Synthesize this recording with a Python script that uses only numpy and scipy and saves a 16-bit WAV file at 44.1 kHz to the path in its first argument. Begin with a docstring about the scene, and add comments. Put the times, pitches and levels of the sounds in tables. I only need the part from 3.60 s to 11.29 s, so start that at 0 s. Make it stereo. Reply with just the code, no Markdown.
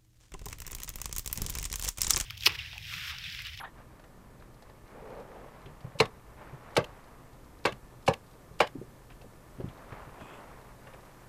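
"""Taut canvas squeaks under a finger, then rustles as hands smooth it over a wooden stretcher frame.
The frame drags and bumps on a table in a small dry room. A hand staple gun drives five staples:
each is a latch tick, the steel snap of the sprung driver, a knock of the frame and the lever's return.
One microphone, on the left channel, takes it all in over room rumble and a faint camera whine;
the right channel carries little but the recorder's hiss."""
import sys
import numpy as np
from scipy import signal
from scipy.fft import rfft, irfft, next_fast_len
from scipy.io import wavfile
from scipy.ndimage import map_coordinates

SR = 44100
rng = np.random.default_rng(int(sys.argv[2]) if len(sys.argv) > 2 else 0)


def master_out(mix):
    """Clip the mix to full scale and print it as 16-bit PCM to the path in sys.argv[1]."""
    frames = np.transpose(np.atleast_2d(mix))
    ceiling = np.clip(frames, -1, 1)
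    pcm = np.round(ceiling * 32767).astype(np.int16)
    wavfile.write(sys.argv[1], SR, pcm)


N = 338986
TIME = np.arange(N) / SR
HIT = np.arange(SR // 3) / SR  # the time axis of one blow

# the room's decay: (frequency [Hz], t60 [s])
ROOM_DECAY = [(120, .14), (500, .125), (2000, .135), (5000, .125), (12000, .09)]
# the camera's hum and motor whine: (frequency [Hz], level [dB])
CAMERA_TONES = [(123.8, -58.5), (468.3, -76), (1163, -73.5), (1222, -69.5), (1755, -71), (7854, -83),
                (7881, -95)]
# noise spectra: (frequency [Hz], relative level [dB])
RUMBLE_SPECTRUM = [(20, -7.5), (38, 1), (65, -9), (125, -10), (250, -13.5), (600, -20), (1200, -41),
                   (2500, -41), (8000, -46)]
HISS_SPECTRUM = [(20, 22), (60, 19), (150, 5.5), (500, -1.5), (2000, -3), (8000, -2.5), (14000, -4)]
RUB_SPECTRUM = [(100, -8.5), (300, -3.5), (520, 2.5), (700, 1), (1020, 3), (1500, -4), (2100, -7.5),
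                (3400, -20), (5000, -27), (8000, -41), (14000, -43.5)]  # hands on canvas
DRAG_SPECTRUM = [(60, -24), (170, -7), (330, -14.5), (440, -2), (570, -3), (700, -11), (850, -10),
                 (1300, -28.5), (6000, -52)]  # frame on table
FOLD_SPECTRUM = [(200, -23), (600, 5), (1100, -12), (1700, -5), (3000, -25), (8000, -40)]  # a fold flipping over
CASING_SPECTRUM = [(200, -10.5), (500, -3.5), (1150, 4), (1400, -7.5), (1600, -0.5), (1850, -2.5),
                   (2600, -6), (5000, -18), (9000, -33), (15000, -40)]  # the gun's casing rattling
CRACK_SPECTRUM = [(1500, -27.5), (4000, 5), (5500, -1.5), (7000, -7), (8200, -6), (10000, -10),
                  (14000, -20)]  # sharp contacts of steel or thread
# resonances: (frequency [Hz], width [Hz], relative level [dB])
CANVAS_MODES = [(2450, 260, 0), (3370, 170, -1.5), (7100, 2200, -10.5)]
TABLE_MODES = [(87.6, 36, 3.5), (127.6, 32, 4), (171, 35, 3), (221, 32, -4.5), (258.6, 42, 0.5),
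               (292, 64, 1)]
FRAME_MODES = [(340, 50, -5), (398, 42, -1), (460, 42, 0), (520, 48, -2), (575, 48, -1), (660, 55, -5),
               (770, 48, 1), (843, 42, 1), (1030, 80, -3.5), (1155, 75, .5), (1270, 80, -1.5),
               (1453, 65, 0), (1594, 60, 0)]
CATCH_MODES = [(2780, 470, 0)]
GUN_MODES = [(2255, 90, 0), (2400, 110, -9), (2625, 85, -6), (2820, 95, 0), (3010, 110, -2),
             (3530, 100, -2)]
BLADE_MODES = [(4010, 70, 0), (4240, 80, 0), (4550, 140, -6), (4850, 120, -5), (5600, 110, -9),
               (8090, 150, -15)]
# hand movements: (start [s], rise [s], hold [s], fade time constant [s], level [dB])
HAND_STROKES = [(.165, .025, 0.021, 0.021, -50), (1.24, 0.12, 0.65, 0.19, -48.5),
                (2.15, 0.14, 0.18, 0.26, -53), (2.76, .06, .07, 0.13, -45.5), (2.93, 0.11, 0.35, 0.25, -49),
                (5.8, 0.59, 0.56, 0.3, -47.5), (6.29, 0.043, 0.076, 0.046, -43.5),
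                (6.56, 0.052, .18, 0.11, -48), (7.2, 0.069, .08, 0.57, -50.5)]  # smoothing the canvas
FRAME_SHOVES = [(1.31, .12, 0.18, .06, -41.5), (1.63, .07, .13, 0.076, -45.5)]  # dragging the frame over the table cloth
CANVAS_PULL = [(6.58, 0.046, .13, 0.044, -53.5)]  # pulling the canvas taut over an edge
# canvas squeaking under a finger: (time [s], slip rate [Hz], level [dB])
SQUEAK_CURVE = [(0, 2270, -42), (.011, 1700, -38), (.026, 1140, -48.5), (.036, 1150, -38),
                (.054, 1900, -37), (.064, 1700, -47), (.08, 1840, -48.5), (.15, 1600, -92)]
# flicks of canvas folds: (time [s], ping [dB], ping [Hz], body [dB], sizzle [dB])
FOLD_FLICKS = [(.394, -67, 2700, -51, -65), (.438, -62, 2500, -51, -67), (.798, -72, 2300, -57, -66),
               (.823, -51.5, 1070, -58, -73), (1.021, -72, 2800, -50, -58.5), (1.095, -56, 900, -55, -65),
               (2.06, -51.5, 2900, -66, -72), (2.205, -62, 3000, -59, -61), (5.503, -54, 2300, -51, -68),
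               (5.52, -58, 2720, -64, -72), (5.614, -57, 2760, -51, -60), (6.003, -60, 2800, -46.5, -71),
               (6.088, -55.5, 3100, -55, -72), (6.324, -53, 2290, -53, -73), (6.608, -66, 2800, -44, -64),
               (7.27, -56, 2840, -45.5, -74), (7.336, -55, 2430, -45, -75)]
# frame, gun and hands bumping the table: (time [s], thud [dB], wood [dB], wood centre [Hz])
TABLE_BUMPS = [(2.062, -43, -44.5, 397), (2.094, -42, -62, 258), (2.246, -32, -47, 496),
               (2.353, -41, -41.5, 590), (2.932, -36.5, -50, 460), (4.125, -39, -49.5, 250),
               (4.349, -46.5, -63, 797), (4.912, -44, -53, 487), (5.152, -45, -32.5, 296),
               (5.185, -36.5, -50, 284), (5.214, -41, -35.5, 352), (5.644, -51, -45, 468),
               (5.984, -41, -41, 249), (6.001, -36, -32.5, 410), (6.042, -28.5, -37, 310),
               (6.078, -36.5, -50, 245), (6.324, -35.5, -47, 370), (6.472, -39, -50.5, 269),
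               (6.62, -41, -44, 260)]
# staple shots: (time [s], knock and thump delay [s], table thump [dB], thump centre [Hz],
# frame knock [dB], knock centre [Hz], upper knock [dB], upper centre [Hz], casing [dB], steel body [dB],
# steel centre [Hz], blade [dB], crack [dB], latch [dB], lever return delay [s], lever return [dB])
STAPLE_SHOTS = [(2.401, .0018, -22, 215, -14, 435, -22, 760, -19.5, -18.5, 2400, -22.5, -28.5, -37.5, .05, -42.5),
                (3.1662, .0095, -22, 155, -16.5, 500, -29, 1160, -19, -24, 2900, -42, -26.5, -46, .072, -41.5),
                (4.053, 0.00292, -35.5, 135, -19.5, 502, -25.5, 1130, -19, -25, 2300, -39.5, -31, -51, 0.066, -42.5),
                (4.478, 0.00211, -19.5, 130, -16, 540, -18.5, 750, -22, -25.5, 2200, -44, -31.5, -41.5, .054, -37),
                (5.003, 0.0022, -30.5, 191, -17, 600, -15.5, 890, -19, -19.5, 2550, -47, -32.5, -47, 0.064, -43)]


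def amp(db):
    """Decibels to gain."""
    return 10 ** (np.asarray(db) / 20)


def unit(x):
    """Scale to rms 1."""
    return x / np.sqrt(np.mean(x ** 2) + 1e-20)


def along(points, hz):
    """(frequency [Hz], value) points read on a log frequency axis."""
    freqs, values = np.transpose(points)
    return np.interp(np.log(hz + 1), np.log(freqs + 1), values)


def wobble(rate):
    """A smooth random curve, rate knots a second."""
    return map_coordinates(rng.standard_normal(int(N * rate / SR) + 4), [TIME * rate])


def filtered(x, response):
    """x times a complex response of frequency."""
    size = next_fast_len(len(x) + SR // 4)
    return irfft(rfft(x, size) * response(np.fft.rfftfreq(size, 1 / SR)), size)[:len(x)]


def coloured(x, spectrum, size=2048):
    """x through a minimum-phase filter with the given spectrum."""
    cepstrum = irfft(np.log(amp(along(spectrum, np.fft.rfftfreq(size, 1 / SR)))))
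    cepstrum[1:size // 2] *= 2
    cepstrum[size // 2 + 1:] = 0
    return signal.fftconvolve(x, irfft(np.exp(rfft(cepstrum))))[:len(x)]


def resonate(x, modes):
    """x through a body's resonances, alternating in sign."""
    return filtered(x, lambda f: sum(
        (-1) ** k * amp(db) * 1j * f * width / (hz * hz - f * f + 1j * f * width)
        for k, (hz, width, db) in enumerate(modes)))


def noise(spectrum):
    """Steady coloured noise of rms 1."""
    return unit(coloured(rng.standard_normal(N), spectrum))


def chatter(rise, t60, hold=0):
    """A burst of tiny contacts that builds up and, after hold seconds, dies away."""
    attack = 1 - np.exp(-(HIT / rise) ** 2)
    return rng.standard_normal(len(HIT)) * attack * amp(-60 * np.maximum(HIT - hold, 0) / t60)


def scrape(length_s=.014):
    """A brief stroke of friction that swells and stops."""
    return rng.standard_normal(len(HIT)) * np.sin(np.pi * np.minimum(HIT / length_s, 1)) ** 2


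def ring(hz, t60, rise):
    """One damped mode."""
    return np.sin(2 * np.pi * hz * HIT) * amp(-60 * HIT / t60) * (1 - np.exp(-HIT / rise))


def struck(modes, rise, centre_hz=1, db_per_octave=0):
    """A body's free ring, new on each blow; the spot struck can favour the modes near centre_hz."""
    weights = rng.uniform(.65, 1.35, len(modes)) * rng.choice([-1, 1], len(modes))
    out = np.zeros(len(HIT))
    for (hz, width, db), weight in zip(modes, weights):
        gain = weight * amp(db - db_per_octave * abs(np.log2(hz / centre_hz)))
        out += gain * ring(hz, np.log(1000) / (np.pi * width), rise)
    return out


def place(track, at, db, blow, wet_db):
    """Mix in a blow and its room tail, starting at `at` seconds; 0 dB is the energy of 20 ms at rms 1."""
    hz, t, bins = signal.stft(rng.standard_normal(len(HIT)), SR, nperseg=128)
    decay = amp(-60 * t / along(ROOM_DECAY, hz)[:, None])
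    tail = signal.istft(bins * decay, SR, nperseg=128)[1][:len(HIT)]
    tail *= 1 - np.exp(-(HIT / .0047) ** 2)  # the walls answer a moment later
    heard = unit(blow) + amp(wet_db) * unit(signal.fftconvolve(blow, tail)[:len(blow)])
    heard *= amp(db) * np.sqrt(SR * .02) / np.linalg.norm(heard)
    part = track[max(round(at * SR), 0):][:len(heard)]
    part += heard[:len(part)]


def gestures(rows):
    """Gain of hand movements that each rise, hold and fade; overlapping ones add in power."""
    power = np.zeros(N)
    for start, rise, hold, fade, db in rows:
        attack = np.sin(np.pi / 2 * np.clip((TIME - start) / rise, 0, 1))
        release = np.exp(-np.maximum(TIME - start - rise - hold, 0) / fade)
        power += (amp(db) * attack * release) ** 2
    return np.sqrt(power)


def room_rumble(level_db=-48, wander_db=-.24):
    """The low tone of the room itself, wandering slightly in level."""
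    return amp(level_db + wander_db * wobble(5.4)) * noise(RUMBLE_SPECTRUM)


def camera_whine(flutter_db=1.4, drift_hz=2.52):
    """The camera's hum and motor whine reach the microphone as faint, unsteady tones."""
    out = np.zeros(N)
    for hz, db in CAMERA_TONES:
        peak = np.sqrt(2) * amp(db + flutter_db * wobble(3.02))
        out += peak * np.sin(2 * np.pi * np.cumsum(hz + drift_hz * wobble(20)) / SR)
    return out


def thread_ticks(per_s=3.3, level_db=-65, spread_db=.5):
    """Now and then a thread of the weave catches and lets go."""
    out = np.zeros(N)
    for when, softness in rng.random((round(per_s * N / SR), 2)):
        tick = coloured(chatter(.003, .033), CRACK_SPECTRUM)
        place(out, when * N / SR, level_db + spread_db * (1 - 2 * softness), tick, wet_db=-10)
    return out


def sliding(rustle_db=-55.5):
    """Canvas rubs in small grains and sings when taut; the dragged frame scrapes hollowly."""
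    grip_db = wobble(25)
    threads = rng.standard_normal(N) * amp(1.68 * wobble(400))
    motion = np.hypot(amp(rustle_db), gestures(HAND_STROKES))  # the cloth never lies quite still
    rub = motion * amp(.72 * grip_db) * unit(coloured(threads, RUB_SPECTRUM))
    drag = gestures(FRAME_SHOVES) * amp(grip_db) * noise(DRAG_SPECTRUM)
    sing = gestures(CANVAS_PULL) * unit(resonate(resonate(threads, CANVAS_MODES), CANVAS_MODES))
    return rub + drag + sing


def canvas_squeak(jitter=.061, rasp_db=.5, sizzle_db=-52, sizzle_s=.036):
    """The weave sticks and slips unevenly, at a rate set by the finger's speed."""
    times, rates, levels = np.transpose(SQUEAK_CURVE)
    slip_hz = np.interp(TIME, times, rates) * (1 + jitter * wobble(900))
    phase = 2 * np.pi * np.cumsum(slip_hz) / SR
    slips = unit(np.sin(phase) + .15 * np.sin(2 * phase))
    rasp = resonate(rng.standard_normal(N), [(830, 170, 3.5), (1800, 920, -11), (3180, 990, -15)])
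    rasp = unit(filtered(rasp, lambda hz: 1 / (1 + (hz / 4200) ** 8) / (1 + (500 / (hz + 1)) ** 4)))
    sizzle = unit(filtered(rng.standard_normal(N), lambda hz: np.exp(-((hz - 11200) / 1400) ** 2)))
    sizzle *= amp(sizzle_db) * np.exp(-(TIME / sizzle_s) ** 4)  # only as the squeak sets in
    return amp(np.interp(TIME, times, levels)) * (slips + amp(rasp_db) * rasp) + sizzle


def fold_flicks(crease_width_hz=980):
    """Folds of stiff canvas flip over with a brief rasp and a papery ping."""
    out = np.zeros(N)
    for at, ping_db, ping_hz, body_db, sizzle_db in FOLD_FLICKS:
        crease = [(ping_hz, crease_width_hz, 0)]
        ping = resonate(resonate(chatter(.0019, .032), crease), crease)
        place(out, at - .002, ping_db, ping, wet_db=-8.5)
        place(out, at - .002, body_db, coloured(chatter(.0045, .07), FOLD_SPECTRUM), wet_db=-20)
        place(out, at, sizzle_db, coloured(chatter(.0025, .04), CRACK_SPECTRUM), wet_db=-12)
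    return out


def table_bumps(cutoff_hz=700):
    """Padded contacts reach only the low modes of table and frame."""
    out = np.zeros(N)
    for at, thud_db, wood_db, wood_hz in TABLE_BUMPS:
        thud = struck(TABLE_MODES, rise=.0037, centre_hz=120, db_per_octave=21.5)
        place(out, at - .002, thud_db, thud, wet_db=-5)
        wood = struck(TABLE_MODES + FRAME_MODES, rise=.0043, centre_hz=wood_hz, db_per_octave=22)
        place(out, at - .001, wood_db, wood, wet_db=-7)
    return filtered(out, lambda hz: 1 / np.sqrt(1 + (hz / cutoff_hz) ** 6))


def gun_lever(latch_lead_s=.016):
    """The steel catch scrapes off the driver before a shot and slides back onto it afterwards."""
    out = np.zeros(N)
    for shot_s, *_, latch_db, return_s, return_db in STAPLE_SHOTS:
        letting_go = (shot_s - latch_lead_s, latch_db - 5.5, latch_db)
        returning = (shot_s + return_s, return_db, return_db - 20)
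        for at, ring_db, edge_db in (letting_go, returning):
            place(out, at, ring_db, resonate(scrape(), CATCH_MODES), wet_db=-34)
            place(out, at, edge_db, coloured(scrape(), CRACK_SPECTRUM), wet_db=.5)
        rattle = coloured(scrape(), CASING_SPECTRUM)  # the lever lands and shakes the casing
        place(out, shot_s + return_s, return_db - 5, rattle, wet_db=-8)
    return out


def staple_shots(travel_s=.0018):
    """The spring slams the steel driver down; the staple's blow rings the frame and thumps the table."""
    out = np.zeros(N)
    low_modes = [mode for mode in FRAME_MODES if mode[0] < 700]
    high_modes = FRAME_MODES[len(low_modes):]
    for (at, lag, thump_db, thump_hz, knock_db, knock_hz, upper_db, upper_hz,
         casing_db, steel_db, steel_hz, blade_db, crack_db, *_) in STAPLE_SHOTS:
        # the driver rattles down its channel, lands and sets its blade and the steel body ringing
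        crack = coloured(chatter(.011, .02, hold=.0059), CRACK_SPECTRUM)
        place(out, at - travel_s, crack_db, crack, wet_db=-17)
        clatter = coloured(chatter(.0027, .023), CASING_SPECTRUM)
        place(out, at - travel_s, casing_db, clatter, wet_db=.5)
        # the grip on the gun singles out some steel modes
        steel = struck(GUN_MODES, rise=.0029, centre_hz=steel_hz, db_per_octave=14)
        place(out, at, steel_db, steel, wet_db=-26)
        place(out, at, blade_db, struck(BLADE_MODES, rise=.00173), wet_db=-24.5)
        # the staple bites into the wood: low bending modes and a harder upper knock
        knock = struck(low_modes, rise=.0005, centre_hz=knock_hz, db_per_octave=17.5)
        place(out, at + lag, knock_db, knock, wet_db=-4.5)
        upper = struck(high_modes, rise=.00077, centre_hz=upper_hz, db_per_octave=11.2)
        place(out, at + .000944, upper_db, upper, wet_db=-7.5)
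        # the heavy table top follows more slowly, under the dull slap of the frame landing on it
        thump = struck(TABLE_MODES, rise=.013, centre_hz=thump_hz, db_per_octave=5.5)
        place(out, at + lag, thump_db, thump, wet_db=-12)
        slap = ring(1.42 * thump_hz, t60=.05, rise=.00188)
        place(out, at + lag, thump_db - 24, slap, wet_db=-19)
    bass_cut = signal.butter(2, 80, "high", fs=SR, output="sos")  # the blows carry no deep bass
    return signal.sosfilt(bass_cut, out)


def scene(leak_db=-71):
    """The microphone feeds the left channel; a mere trace leaks to the right."""
    microphone = staple_shots() + gun_lever() + table_bumps()
    microphone += fold_flicks() + canvas_squeak() + sliding()
    microphone += camera_whine() + room_rumble() + thread_ticks()
    return np.array([microphone, amp(leak_db) * microphone])


def record(dry, hiss_db=-64, hiss_rise_db_per_s=.73, ceiling=.9, top_hz=14600):
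    """Each recorder channel adds slowly rising hiss, rounds off the peaks and ends at the band limit."""
    channels = []
    for x in dry:
        hissy = x + amp(hiss_db + hiss_rise_db_per_s * TIME) * noise(HISS_SPECTRUM)
        rounded = hissy / (1 + np.abs(hissy / ceiling) ** 6) ** (1 / 6)
        channels.append(filtered(rounded, lambda hz: 1 / np.sqrt(1 + (hz / top_hz) ** 120)))
    return np.array(channels)


dry = scene()
out = record(dry)
master_out(out)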